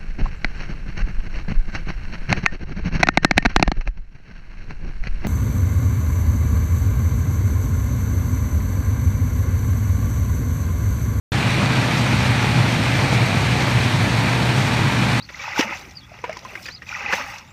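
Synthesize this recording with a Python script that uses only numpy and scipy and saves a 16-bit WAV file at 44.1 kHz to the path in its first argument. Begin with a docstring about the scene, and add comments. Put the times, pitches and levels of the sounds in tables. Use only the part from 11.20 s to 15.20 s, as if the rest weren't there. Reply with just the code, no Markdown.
"""A hall of wire braiding machines, heard beside one closed cabinet. At 0.12 s all cuts in: drives at
slightly different speeds hum and beat, bobbin carriers clatter round their tracks, gears whine faintly,
wire chafes over its guides and far machines merge into a roar. From 0.4 s frames knock dully.
A wire guide squeaks near 0.8 s and 1.2 s. From about 1.8 s the cabinet panels ring out in three swells."""
import sys
import numpy as np
from scipy import signal
from scipy.fft import rfft, irfft
from scipy.io import wavfile
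from scipy.ndimage import uniform_filter1d

SR = 44100
rng = np.random.default_rng(int(sys.argv[2]) if len(sys.argv) > 2 else 0)


def waveform_to_disk(signal):
    """Save audio, clipped to [-1, 1], as 16-bit WAV at the path in sys.argv[1]."""
    frames = np.transpose(np.atleast_2d(signal))
    scaled = np.clip(frames, -1, 1) * 32767
    samples = np.round(scaled).astype(np.int16)
    wavfile.write(sys.argv[1], SR, samples)


N = 176400

# spectrum of the running steelwork: freq_hz, relative_db
STEEL_SPECTRUM = [(100, -29), (250, -1.5), (380, -0.5), (520, -2.16), (770, 0.4), (880, 1), (1300, -1.5),
                  (1700, 0), (2420, 0.5), (2750, -3), (3150, -5.5), (4050, -7), (4600, -9), (4920, -15.5),
                  (5300, -13.5), (7500, -20.5), (8300, -19.5), (9300, -21), (10400, -31.5), (11400, -26.5),
                  (14000, -35)]


def drives():
    """Close tones beat over a rumble; the drone swells as the drives fall into step, sags as they part."""
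    # drive and panel hum: pitch_hz, relative_db
    hum_tones = [(66.9, -44), (69.8, -38.5), (73.1, -39), (101.7, -36.5), (102.9, -32), (108.8, -35),
                 (111.4, -36), (117.1, -42.5), (118.6, -32.5), (123.4, -31.5), (126.9, -31), (127.9, -35.5),
                 (133.9, -40), (137.0, -31.5), (156.5, -40), (167.2, -37), (191.2, -35.5), (205.5, -40),
                 (274.0, -43)]
    # frame and floor rumble: freq_hz, relative_db
    rumble_spectrum = [(20, -41), (40, -32), (54, -11.5), (70, -20), (78, -8), (98, -12), (120, 5.5),
                       (150, -5), (200, -4.5), (255, -6), (320, -15.5), (450, -31), (900, -66)]
    # drone swells and sags: middle_s, length_s, change_db
    beats = [(.23, 0.06, -7), (.272, 0.032, 6), (.468, 0.079, 3.5), (.588, 0.048, 2.5), (.70, 0.037, -3),
             (.818, 0.058, 1), (.934, 0.028, 2), (1.101, .04, 4), (1.2, 0.021, -5), (1.392, 0.1, 7),
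             (1.842, 0.017, 4), (1.971, 0.042, 6), (2.026, .04, 5.5), (2.1, 0.077, -8), (2.175, 0.018, 5),
             (2.262, 0.032, 3.5), (2.32, 0.035, 2.5), (2.41, 0.033, -6), (2.564, 0.034, 7),
             (2.673, 0.039, 4.5), (2.715, 0.048, -12), (2.75, .035, 5), (2.835, 0.08, 3.5),
             (2.89, 0.033, -12), (2.995, 0.023, 4.5), (3.296, .07, 3), (3.389, 0.048, 4), (3.5, 0.039, -6),
             (3.655, 0.13, 3.5), (3.72, .04, -12), (3.772, 0.027, 3.5), (3.957, .05, 1.5)]
    # deep hum under the drone: time_s, level_db
    deep_level = [(.12, -29.5), (.7, -36), (.88, -31), (.97, -27), (1.17, -29), (1.3, -31), (1.65, -34),
                  (1.77, -29), (1.96, -34), (2.15, -30), (2.52, -31), (2.65, -28), (2.9, -31.5), (3.3, -33),
                  (4, -34)]
    drone_band_hz, in_step_hz, equal_mix_db = (99.7, 157), 123.4, 4
    hum = sum(amp(db) * np.sqrt(2) * np.sin(turns(hz + .12 * drift(2.1))) for hz, db in hum_tones)
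    throb = amp(1.5) * hum + amp(-21.5) * colour(rng.standard_normal(N), rumble_spectrum)
    deep, bass = (below(throb, hz) for hz in drone_band_hz)
    swell_db = bumps(beats)
    # a swelling drone merges into one wavering tone
    merged_tone = np.sqrt(2) * np.sin(turns(in_step_hz + 6 * drift(12.13)))
    in_step = np.maximum(swell_db, 0) / equal_mix_db * merged_tone
    drone = amp(-21.5 + swell_db) * steadied(unit(bass - deep) + in_step, window_samples=900)
    drone = drone - below(drone, hz=81, order=12)
    deep_hum = amp(curve(deep_level)) * steadied(deep, window_samples=4000)
    overtones = amp(-1.35) * (throb - bass)
    return deep_hum + drone + overtones


def clatter():
    """Near machines, each at its own pace, ring into the hall and surge as carriers crowd past."""
    # near machines: handovers_per_s, relative_db, tilt_db_per_octave
    machines = [(21.745, 3, -4), (11.92, -2.5, -1), (20.55, -2, -1), (44.07, 0.5, 0), (31.86, -0.5, -1),
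                (7.5, -8.5, 3.5), (102.93, 3, -1.5)]
    # clatter surges: middle_s, length_s, change_db
    surges = [(.56, .08, 1.8), (1.07, 0.086, 1.5), (1.23, 0.08, 3), (1.67, 0.068, 1), (1.84, .06, 2),
              (1.94, 0.045, 2.3), (2.2, 0.13, 1.7), (2.43, 0.11, 1.3), (2.98, 0.051, 0.5),
              (3.27, 0.17, 1.5), (3.79, .14, 1.9)]
    near = sum(amp(db) * colour(carriers(rate), STEEL_SPECTRUM, tilt) for rate, db, tilt in machines)
    return amp(-26.5 + bumps(surges)) * hall(near)


def carriers(rate_hz, count=24, t60_s=0.037, jitter_periods=.09, uneven_db=2):
    """One machine: carriers knock from horn gear to horn gear, each with its own short steel ring."""
    beat = np.arange(int(rate_hz * N / SR) + 1)
    slip, force = rng.standard_normal((len(beat), 2)).T
    hit_s = (beat + rng.random() + jitter_periods * slip) / rate_hz
    hit_sample = np.round(hit_s * SR).astype(int) % N
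    hit_gain = amp(uneven_db * np.clip(force, -2, 2))
    t = np.arange(SR // 10) / SR
    out = np.zeros(N)
    for k in range(count):
        hits = np.bincount(hit_sample[k::count], hit_gain[k::count], N)
        ring = rng.standard_normal(len(t)) * np.exp(-np.log(1000) * t / t60_s)
        out += signal.oaconvolve(hits, ring)[:N]
    return out


def frame_knocks(rise_s=0.0023, detune_spread=0.049):
    """Each knock rings the low modes of a frame, tuned a little differently every time."""
    # dull knocks: start_s, relative_db
    knocks = [(.382, -11), (.496, -19), (0.583, -14.5), (.672, -17), (.94, -13.5), (1.362, -14),
              (1.521, -18), (1.593, -16), (1.925, -12), (1.986, -23), (2.128, -39), (2.326, -17),
              (2.407, -20), (2.864, -15), (3.04, -16.5), (3.328, -16), (3.823, -16.5)]
    # frame modes: pitch_hz, relative_db, t60_s
    modes = [(170, -3.5, 0.16), (205.5, -1.5, 0.1), (245, -5, 0.14), (317, -16, .08)]
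    out, t = np.zeros(N), np.arange(SR // 4) / SR
    attack = 1 - np.exp(-t / rise_s)
    for start_s, knock_db in knocks:
        detune = 1 + detune_spread * rng.standard_normal(len(modes))
        ring = sum(amp(db - 60 * t / t60_s) * np.sin(2 * np.pi * hz * ratio * t)
                   for (hz, db, t60_s), ratio in zip(modes, detune))
        span = out[round(start_s * SR):][:len(t)]
        span += (amp(knock_db - 0.5) * attack * ring)[:len(span)]
    return out


def panels():
    """The cabinet's sheet steel rings, louder as the listener turns towards its top."""
    # panel resonances: pitch_hz, width_hz, relative_db
    modes = [(516, 90, -48.5), (869, 100, -43), (943, 160, -41)]
    # how strongly the panels are heard: time_s, gain_db
    prominence = [(.12, -12), (1.5, -19), (1.9, 1), (2.6, -7), (3.05, 5), (3.35, -2), (3.72, 6.5), (4, -14)]
    return amp(curve(prominence)) * ringing(modes)


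def wire(surge_db=3, squeak_hz=5945, squeak_width_hz=110):
    """Wire hisses over the guides in small surges and gives two thin, scraping squeaks."""
    # chafing hiss: freq_hz, relative_db
    chafe_spectrum = [(1500, -23), (3500, 1), (5800, 4), (7500, -4.5), (9000, -8.5), (10400, -27),
                      (11500, -14), (14000, -18)]
    # guide squeaks: start_s, length_s, level_db
    squeaks = [(.77, .17, -47), (1.14, .11, -44.5)]
    t = np.arange(N) / SR
    chafe = amp(surge_db * drift(13.0)) * colour(rng.standard_normal(N), chafe_spectrum)
    squeak_gain = sum(amp(db) * np.sin(np.pi * np.clip((t - start_s) / length_s, 0, 1))
                      for start_s, length_s, db in squeaks)
    return amp(-41.5) * unit(chafe) + squeak_gain * ringing([(squeak_hz, squeak_width_hz, 0)])


def gears():
    """Meshing teeth whine faintly."""
    # gear whines: pitch_hz, width_hz, level_db
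    whines = [(581, 9, -44), (620, 24, -47), (840, 26, -45), (2010, 24, -50), (2435, 40, -44.5),
              (3901, 7.8, -51), (5924, 30, -58)]
    return ringing(whines)


def far_roar(frame_samples=512, patchy_db=0.87, flutter_db=.5):
    """The clatter of distant machines, blurred to a faintly patchy wash."""
    spectra = signal.stft(rng.standard_normal(N), nperseg=frame_samples)[2]
    patches = uniform_filter1d(rng.standard_normal(spectra.shape), size=7, axis=0)
    patches = unit(uniform_filter1d(patches, size=14, axis=1))
    wash = signal.istft(spectra * amp(patchy_db * patches), nperseg=frame_samples)[1][:N]
    return amp(-25 + flutter_db * drift(24)) * colour(wash, STEEL_SPECTRUM)


def hall(x, t60_s=0.88, tail_db=1):
    """Adds the hall's diffuse tail; rms 1."""
    t = np.arange(SR) / SR
    tail = rng.standard_normal(SR) * np.exp(-np.log(1000) * t / t60_s)
    return unit(x + amp(tail_db) * signal.fftconvolve(x, tail / np.linalg.norm(tail))[:N])


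def ringing(modes):
    """Narrow, unsteady resonances kept going by constant shaking."""
    out = np.zeros(N)
    for pitch_hz, width_hz, db in modes:
        angle = turns(pitch_hz)
        out += amp(db) * (drift(width_hz / 2) * np.cos(angle) + drift(width_hz / 2) * np.sin(angle))
    return out


def amp(db):
    """Decibels to gain."""
    return 10 ** (np.asarray(db) / 20)


def unit(x):
    """Scales to rms 1."""
    return x / np.sqrt(np.mean(x ** 2) + 1e-20)


def colour(x, spectrum, tilt_db_per_octave=0):
    """Filters by tilted (freq_hz, relative_db) points; rms 1."""
    octave = np.log2(np.fft.rfftfreq(N, 1 / SR) + 1)
    hz, db = np.transpose(spectrum)
    gain = amp(np.interp(octave, np.log2(hz), db) + tilt_db_per_octave * octave)
    return unit(irfft(rfft(x) * gain, N))


def drift(rate_hz):
    """Smooth random motion up to about rate_hz; rms 1."""
    f = np.fft.rfftfreq(2 * N, 1 / SR)
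    return unit(irfft(rfft(rng.standard_normal(2 * N)) * np.exp(-(f / rate_hz) ** 2))[:N])


def turns(hz):
    """Running phase in radians, from a random start."""
    return 2 * np.pi * (np.cumsum(hz * np.ones(N)) / SR + rng.random())


def curve(points):
    """Joins (time_s, value) points by straight lines."""
    return np.interp(np.arange(N) / SR, *np.transpose(points))


def bumps(rows):
    """One Gaussian bump per row, summed."""
    t = np.arange(N) / SR
    return sum(height * np.exp(-(2 * (t - middle_s) / length_s) ** 2) for middle_s, length_s, height in rows)


def below(x, hz, order=24):
    """Zero-phase low-pass."""
    f = np.fft.rfftfreq(N, 1 / SR)
    return irfft(rfft(x) / (1 + (f / hz) ** order), N)


def steadied(x, window_samples, strength=0.78):
    """Partly evens out level changes slower than the window; rms 1."""
    power = uniform_filter1d(uniform_filter1d(x ** 2, window_samples), window_samples)
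    return unit(x / (abs(power) + 1e-12) ** (strength / 2))


def scene():
    """All machines together, mono."""
    return (drives() + frame_knocks() + far_roar() + gears() + wire() + clatter() + panels())[None]


def record(dry):
    """The sound cuts in and is band-limited."""
    start_s, fade_s, cutoff_hz = 0.119, 0.0012, 14150
    gate = np.clip((np.arange(N) / SR - start_s) / fade_s, 0, 1)
    lowpass = signal.firwin(1023, cutoff_hz, window=("kaiser", 9), fs=SR)
    return signal.oaconvolve(dry * gate, lowpass[None], "same")


dry = scene()
out = record(dry)
waveform_to_disk(out)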